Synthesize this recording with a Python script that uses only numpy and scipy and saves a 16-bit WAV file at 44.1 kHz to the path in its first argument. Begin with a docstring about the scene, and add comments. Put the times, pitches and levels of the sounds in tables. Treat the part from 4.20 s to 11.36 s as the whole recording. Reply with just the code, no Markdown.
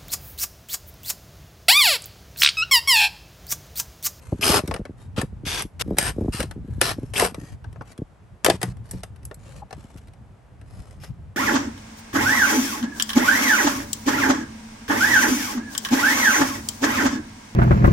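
'''Unscrewing a plastic cover

A hard plastic cover is unscrewed and lifted out of a moulded shell on carpet, near a stereo microphone.
A cordless driver rasps in short runs, and bending waves in the flexing shell give dull thumps.
Edges click, drag and squeak; the cover lets go with a clatter that excites the modes of the shell.
Afterwards there is only faint rubbing and ticking over a low rumble.'''
import sys
import numpy as np
from scipy import signal
from scipy.fft import rfft, irfft, next_fast_len
from scipy.io import wavfile

SR = 44100
rng = np.random.default_rng(int(sys.argv[2]) if len(sys.argv) > 2 else 0)


def unload_wav(signal):
    """Save mono or channel-first audio to the path in sys.argv[1] as 16-bit WAV at rate SR, clipped to [-1, 1]."""
    wavfile.write(
        sys.argv[1],
        SR,
        np.round(np.clip(np.atleast_2d(signal).T, -1, 1) * 32767).astype(np.int16),
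    )


N = 315756
TIME = np.arange(N) / SR

# Spectrum of rasping plastic. Each row: frequency in Hz, relative spectral density in dB.
RASP_SPECTRUM = [(220, 1), (420, 6), (580, 0), (730, 6), (950, 0), (1300, 3), (2000, -2), (2900, -0.5),
                 (4100, -6.5), (5300, -3), (6900, -10.5), (8700, -6.5), (11200, -4), (13000, -23),
                 (14200, -55.5)]


def from_db(db):
    """Amplitude grows tenfold for every 20 dB."""
    return 10 ** (np.asarray(db) / 20)


def unit_rms(x):
    """Normalisation to a mean power of 1."""
    return x / np.sqrt(np.mean(x ** 2) + 1e-20)


def at_hz(points, hz):
    """Interpolation on a logarithmic frequency axis."""
    knots, values = np.transpose(points)
    return np.interp(np.log(np.maximum(hz, 1)), np.log(knots), values)


def fade(t, t60):
    """Exponential decay, by 60 dB in t60 seconds."""
    return np.exp(-np.log(1000) * t / t60)


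def add(out, start, sound):
    """Superposition: a sound joins the mix at its start in seconds."""
    at = max(round(start * SR), 0)
    out[:, at:at + sound.shape[-1]] += sound[..., :N - at]


def wander(x, step):
    """Random modulation: straight lines join Gaussian values one step apart along x."""
    place = (x - x[0]) / step
    values = np.random.default_rng(rng.integers(2 ** 31)).standard_normal(int(place[-1]) + 2)
    return np.interp(place, np.arange(len(values)), values)


def noise(spectrum, size, ripple_db=0, coherence=None):
    """Partly coherent stereo noise of rms 1; spectral ripple stands for closely spaced resonances."""
    # Sounds near the microphone. Each row: frequency in Hz, left-right correlation.
    near_coherence = [(60, 0.99), (300, 0.74), (700, 0.69), (2800, 0.53), (7000, .6), (8300, 1)]
    padded = next_fast_len(size)
    hz = np.fft.rfftfreq(padded, 1 / SR)
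    mid, side = np.exp(2j * np.pi * rng.random((2, len(hz))))
    alike = at_hz(near_coherence if coherence is None else coherence, hz)
    pair = np.sqrt(1 + alike) * mid + np.sqrt(1 - alike) * side * [[1], [-1]]
    gain = from_db(at_hz(spectrum, hz) + ripple_db * wander(np.sqrt(hz), 1))
    return unit_rms(irfft(pair * gain, padded)[:, :size])


def split_bands(x, body_hz=1400, treble_hz=6500):
    """Complementary filters divide a sound into body, middle and treble."""
    hz = np.fft.rfftfreq(x.shape[-1], 1 / SR)
    body, below_treble = [irfft(rfft(x) / (1 + (hz / edge) ** 6), x.shape[-1])
                          for edge in (body_hz, treble_hz)]
    return body, below_treble - body, x - below_treble


def scatter(spells, spread_db=2.5):
    """Jittered timing spreads contacts through each spell; each has a start in s and a level in dB."""
    contacts = []
    for start, end, per_s, level_db in spells:
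        jitter, strength = rng.random((64, 2)).T
        times = start + (np.arange(len(jitter)) + jitter) / per_s
        levels_db = level_db + spread_db * (2 * strength - 1)
        contacts += [(s, db) for s, db in zip(times, levels_db) if s < end]
    return contacts


def rumble(ambience_db=-46, flutter_db=6):
    """Amplitude modulation: the bass of a dull ambience swells and sinks as hands and shell move."""
    # Each row: frequency in Hz, relative spectral density in dB.
    spectrum = [(25, -31), (48, 0), (110, 0.5), (190, -10), (330, -20.5), (750, -23), (1500, -30),
                (3000, -40.5), (11000, -66.5), (13000, -72.5)]
    # Each row: frequency in Hz, left-right correlation.
    coherence = [(50, 0.83), (2000, 0.41)]
    # Each row: time in seconds, bass gain in dB.
    sway = [(.7, 4), (1.8, 10.5), (3.1, 6.5), (4.05, -5.5), (4.5, 6.5), (6.05, -2.5), (6.7, 2)]
    ambience = from_db(ambience_db) * noise(spectrum, N, coherence=coherence)
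    bass = signal.sosfiltfilt(signal.butter(2, 250, fs=SR, output="sos"), ambience)
    swell = from_db(np.interp(TIME, *np.transpose(sway)) + flutter_db * wander(TIME, 0.044))
    return ambience + (swell - 1) * bass


def rubbing(resting_db=-67.5, gain_db=-1.5, grain_db=3, speed_power=0.41, catches_per_s=35, catch_db=3):
    """Sliding friction: sleeve and fingers hiss on plastic, louder with speed, crackling as they catch."""
    # Each row: frequency in Hz, relative spectral density in dB.
    spectrum = [(700, 11.5), (1500, 5), (4000, -2), (9000, -2), (11300, 0), (13000, -42.5)]
    # Each row: start, fastest moment and end in seconds, relative level in dB.
    strokes = [(0, 0.063, 0.27, -51.5), (0.403, 0.504, 0.6, -50), (0.77, 0.815, 0.88, -54),
               (1.619, 1.8, 2.36, -55), (2.429, 2.802, 2.95, -55), (3.162, 3.237, 3.36, -48),
               (3.649, 3.766, 3.725, -46.5), (4.238, 4.275, 4.37, -31.5), (4.405, 4.428, 4.53, -44),
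               (4.639, 4.746, 4.82, -49), (5.19, 5.377, 5.42, -49), (5.56, 5.602, 5.88, -57),
               (6.458, 6.584, 6.8, -52.5)]
    out = from_db(resting_db) * noise(spectrum, N)  # the hands are never quite still
    t = TIME[:SR]
    for start, fastest, end, level_db in strokes:
        speed = np.interp(start + t, [start, fastest, end], [0, 1, 0])
        travel = np.interp(start + t, [start, end], [0, np.pi / 2])  # the colour changes along the way
        hiss = sum(share * noise(spectrum, len(t), ripple_db=5)
                   for share in (np.cos(travel), np.sin(travel)))
        catches = (rng.random(len(t)) < catches_per_s / SR) * rng.random(len(t))
        crackle = from_db(catch_db) * signal.lfilter([1], [1, -fade(1 / SR, t60=0.016)], catches + 1e-18)
        level = from_db(level_db + gain_db + grain_db * wander(t, 0.0044))
        add(out, start, level * speed ** speed_power * (1 + crackle) * hiss)
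    return out


def thumps(gain_db=2.5, lowest_hz=63, db_per_octave=25):
    """Dispersion: high bending waves travel faster, so a thump sweeps down; rib reflections blur it."""
    # The shell flexes. Each row: time in seconds, relative peak level in dB.
    flexes = [(0.124, -12.5), (0.293, -12.5), (0.434, -21), (0.486, -22), (0.601, -21), (0.978, -15),
              (1.026, -22), (1.125, -32), (1.231, -29), (1.262, -24.5), (1.68, -23.5), (1.705, -17),
              (1.728, -23), (1.981, -17.5), (2.007, -17.5), (2.042, -19.5), (2.079, -15.5), (2.208, -20.5),
              (2.358, -27), (2.482, -28), (2.576, -28), (2.785, -22.5), (1.447, -27.5), (4.34, -22.5),
              (2.827, -24.5), (3.176, -27), (3.786, -26), (3.816, -20)]
    # Spells of lighter bumps. Each row: start and end in seconds, bumps per second, relative peak in dB.
    bumping = [(0.122, .7, 15.2, -27), (1.62, 2.25, 20.1, -26), (2.3, 3.25, 12, -32.5),
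               (5.5, 5.798, 10.8, -34)]
    out, t = np.zeros((2, N)), TIME[:SR // 4]
    hz = np.fft.rfftfreq(len(t), 1 / SR) + 1e-3
    window = np.minimum(t / .002, 1) * (1 - t / t[-1])
    lead_s = .005  # room for the earliest arrivals
    for start, level_db in list(flexes) + scatter(bumping):
        top_hz = 418 * 2 ** ((level_db + 22.5) / db_per_octave)  # a harder thump reaches higher
        push = hz ** -.5 / np.sqrt((1 + (lowest_hz / hz) ** 4) * (1 + (hz / top_hz) ** 8))
        dispersion = np.exp(-2j * np.pi * (rng.uniform(.1, .28) * np.sqrt(hz) + lead_s * hz))
        path_gains, path_delays = rng.uniform(-.6, .6, 4), rng.uniform(-.004, .014, 4)
        paths = 1 + path_gains @ np.exp(-2j * np.pi * np.outer(path_delays, hz))
        phase_turn = np.exp(2j * np.pi * rng.random())
        wave = irfft(push * dispersion * paths * phase_turn, len(t)) * window
        add(out, start - lead_s, from_db(level_db + gain_db) * wave / np.abs(wave).max())
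    return out


def driver(coast_s=0.0061, grain_db=2.5, bite_db=13, dig_db=6, tail_db=-28, resonance_db=4):
    """Friction and resonance: screw and gears rasp as the driver spins up, digs in and coasts down."""
    # Each row: start, full pressure and release in seconds, run-down T60 in seconds, level in dB,
    # body and treble offsets in dB, lower and upper resonance in Hz.
    runs = [(0.21, 0.243, 0.378, 0.08, -18.8, -0.5, 3.5, 1240, 5110),
            (0.962, 0.987, 0.99, 0.1, -25, -1, -6, 1350, 3600),
            (1.251, 1.274, 1.414, 0.085, -26.5, -5.5, -2, 3500, 6000),
            (1.775, 1.79, 1.895, 0.08, -27, -1, 2, 1730, 8500),
            (2.121, 2.131, 2.217, 0.13, -32, -3.5, 0, 2730, 8810),
            (2.608, 2.617, 2.714, 0.085, -24.5, -2, 0, 1730, 3990),
            (2.936, 2.98, 3.058, 0.11, -23, 1, 1.5, 856, 8800)]
    out = np.zeros((2, N))
    for start, full, release, run_down, level_db, body_db, treble_db, low_hz, high_hz in runs:
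        t = start + TIME[:SR // 2]
        onset = np.minimum((t - start) / .002, 1)
        pressure = onset * from_db(np.interp(t, [start, full], [level_db - bite_db, level_db]))
        since_release = np.logaddexp(0, (t - release) / coast_s) * coast_s
        decay = fade(since_release, run_down) + from_db(tail_db) * fade(since_release, t60=0.2)
        envelope = pressure * decay * from_db(grain_db * wander(t, 0.0016))
        depth_db = body_db + np.interp(t, [start, release], [-dig_db, dig_db / 2])
        rasp = noise(RASP_SPECTRUM, len(t), ripple_db=3.2)
        for hz in (low_hz, high_hz):
            rasp = rasp + from_db(resonance_db) * signal.lfilter(*signal.iirpeak(hz, Q=22, fs=SR), rasp)
        body, middle, treble = split_bands(unit_rms(rasp))
        add(out, start, envelope * (from_db(depth_db) * body + middle + from_db(treble_db) * treble))
    return out


def squeaks(gain_db=6, pitch_jitter=0.14):
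    """Stick-slip oscillation: for a moment the slips fall into step and make a rough, gliding tone."""
    # Each row: start and length in seconds, first and last pitch in Hz, relative level in dB.
    glides = [(0.223, 0.022, 2392, 3303, -22.5), (2.953, 0.026, 2396, 3400, -28.5),
              (5.418, 0.021, 765, 785, -39)]
    out = np.zeros((2, N))
    for start, length, first_hz, last_hz, level_db in glides:
        t = TIME[:int(length * SR)]
        pitch = np.linspace(first_hz, last_hz, len(t)) * (1 + pitch_jitter * wander(t, 0.00099))
        tone = np.sin(2 * np.pi * np.cumsum(pitch) / SR)
        add(out, start, from_db(level_db + gain_db) * np.sin(np.pi * t / length) * tone)
    return out


def shell_ring(t, contact_hz, damping, spread_db):
    """Modal decay after a blow: a soft contact barely excites high modes; each spot weights them anew."""
    # Each row: frequency in Hz, relative level in dB, T60 in seconds before division by the damping.
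    modes = [(121.4, -20, 0.24), (184.4, -19, 0.37), (271, -12, 0.08), (350, -6.5, .08), (474, -3, 0.079),
             (428, 1, 0.055), (580, 2, 0.024), (717, -1, 0.071), (881, -3, 0.093), (1280, -2, 0.067),
             (1620, -8.5, 0.042), (1748, 5, .06), (2000, -4.5, 0.12), (2660, -8.5, 0.12)]
    hz, level_db, t60 = np.transpose(modes)[:, :, None]
    strength = from_db(level_db + spread_db * rng.standard_normal(hz.shape))
    strength /= np.sqrt(1 + (hz / contact_hz) ** 6)
    phase = 2 * np.pi * rng.random(hz.shape)
    ring = np.sum(strength * np.sin(2 * np.pi * hz * t + phase) * fade(t, t60 / damping), axis=0)
    ring *= 1 - np.exp(-t * contact_hz)
    return ring / np.abs(ring).max()


def clicks(crack_db=-6, tail_db=-23, ring_db=-11, body_loss=0.91):
    """Hard impact: a broadband crack, quickest in the treble, with a weak tail and the shell's ring."""
    # Each row: start in seconds, relative level in dB, brightness in dB.
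    contacts = [(0.3407, -11, -3.5), (0.39, -18, -5.5), (0.4757, -26, 1.5), (0.511, -22.5, -11),
                (0.5395, -19, -3), (0.5614, -28, -8), (0.6524, -31.5, -8), (1.014, -17.5, 0.5),
                (1.421, -28.5, 14.5), (1.7695, -28, -1.5), (1.7842, -6.5, 6), (2.2029, -16, -1),
                (2.2274, -22, 1.5), (2.3104, -29.5, -0.5), (2.6131, -4.5, 4), (2.9362, -25, 1),
                (2.9968, -7, 1.5), (3.048, -15, -2), (3.1442, -27.5, -3), (3.4422, -39.5, -9.5),
                (3.5588, -47.5, -17), (3.6096, -41.5, -21.5), (3.7773, -38.5, 1), (4.246, -6.5, 3.5),
                (4.2614, -5, -2), (4.2988, -5.5, -3.5), (4.4148, -22, 0.5), (4.4291, -13.5, 2.5),
                (4.7107, -35, 18), (4.8332, -26, 1), (5.0517, -44, 23.5), (5.1117, -36, -13),
                (5.143, -47.5, 17), (5.5075, -36, -8.5), (5.5268, -30.5, -8), (5.8822, -47, -3),
                (6.413, -44.5, -4), (6.7087, -44, 3), (6.836, -34, -2)]
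    # Edges catch in spells. Each row: start and end in seconds, ticks per second, relative level in dB.
    ticking = [(3.2, 3.8, 8.6, -47.5), (4.55, 5.2, 6.85, -46.5), (5.45, 6.05, 9, -48)]
    # Each row: frequency in Hz, relative spectral density in dB.
    spectrum = [(200, -4.5), (500, 9), (1100, 1.5), (1700, 3.5), (4200, -4.5), (5400, -3), (6800, -8.5),
                (8500, -2.5), (11000, 1.5), (13000, -24), (16000, -46)]
    rise_s, crack_t60 = (.0018, .001, .0007), (.05, .03, .022)  # body, middle, treble
    out, t = np.zeros((2, N)), TIME[:SR // 4]
    tail = from_db(tail_db) * fade(t, t60=0.18)
    ticks = [(start, level_db, 0) for start, level_db in scatter(ticking)]
    for start, level_db, brightness_db in list(contacts) + ticks:
        body_db = -body_loss * brightness_db  # a brighter click has less body
        bands = split_bands(noise(spectrum, len(t), ripple_db=4.5))
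        for band, band_db, rise, t60 in zip(bands, (body_db, 0, brightness_db), rise_s, crack_t60):
            envelope = (fade(t, t60) + tail) * (1 - np.exp(-t / rise))
            crack = unit_rms(band * envelope) * np.sqrt(np.mean(envelope ** 2))
            add(out, start, from_db(level_db + band_db + crack_db) * crack)
        ring = shell_ring(t, contact_hz=3000, damping=1.3, spread_db=4.5)
        add(out, start, from_db(level_db + body_db / 2 + ring_db) * ring)
    return out


def dragging_edges(grain_db=3, body_db=-9):
    """Irregular stick-slip: an edge drags in small jerks, ever harder, then snaps free or eases off."""
    # Each row: start and end in seconds, final relative level in dB, build-up in dB, T60 in seconds.
    drags = [(1.595, 1.6216, -21, 9.5, 0.0099), (5.773, 5.782, -47.5, 3, 0.054),
             (6.8, 6.846, -43, 11.5, 0.17)]
    out = np.zeros((2, N))
    for start, end, level_db, build_db, stop_t60 in drags:
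        t = start + TIME[:SR // 4]
        force_db = np.interp(t, [start, end], [level_db - build_db, level_db])
        envelope = from_db(force_db + grain_db * wander(t, 0.00148))
        envelope *= fade(np.maximum(t - end, 0), stop_t60)
        body, middle, treble = split_bands(noise(RASP_SPECTRUM, len(t), ripple_db=2.5))
        add(out, start, envelope * (from_db(body_db) * body + middle + treble))
    return out


def knocks():
    """Soft, heavy impact: the whole cover bumps against the shell and excites its low modes."""
    # Each row: start in seconds, peak level in dB, cutoff frequency of the contact in Hz.
    blows = [(2.616, -23.5, 446), (3.023, -6.5, 522), (4.284, -3.5, 540), (4.3, -11.5, 555),
             (4.432, -18.5, 260), (4.473, -25, 129), (4.735, -28, 197)]
    out, t = np.zeros((2, N)), TIME[:SR // 2]
    for start, peak_db, contact_hz in blows:
        add(out, start, from_db(peak_db) * shell_ring(t, contact_hz, damping=1.25, spread_db=3.5))
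    return out


def scene():
    """Level difference: the work lies nearer the left microphone port, which gets more midrange."""
    # Each row: frequency in Hz, left minus right level in dB.
    balance = [(300, .3), (700, 4), (1250, 5.5), (4400, 3), (8300, 0)]
    work = clicks() + knocks() + thumps() + driver() + dragging_edges() + rubbing() + squeaks()
    size = next_fast_len(N + SR // 10)
    lean_db = at_hz(balance, np.fft.rfftfreq(size, 1 / SR))
    channel_gains = from_db(lean_db / 2 * np.array([[1], [-1]]))
    return irfft(rfft(work, size) * channel_gains, size)[:, :N] + rumble()


def record(dry, port_hz=10200, low_cut_hz=34, ceiling=.88, high_cut_hz=16200):
    """Port resonance turns the left treble's phase; the microphone limits the band and rounds peaks."""
    _, poles = signal.iirpeak(port_hz, Q=5.5, fs=SR)
    left = signal.lfilter(poles[::-1], poles, dry[0])  # all-pass
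    low_cut = signal.butter(2, low_cut_hz, "high", fs=SR, output="sos")
    pair = signal.sosfilt(low_cut, np.array([left, dry[1]]))
    rounded = pair / (1 + (pair / ceiling) ** 8) ** (1 / 8)
    return signal.sosfilt(signal.ellip(10, .1, 80, high_cut_hz, fs=SR, output="sos"), rounded)


dry = scene()
out = record(dry)
unload_wav(out)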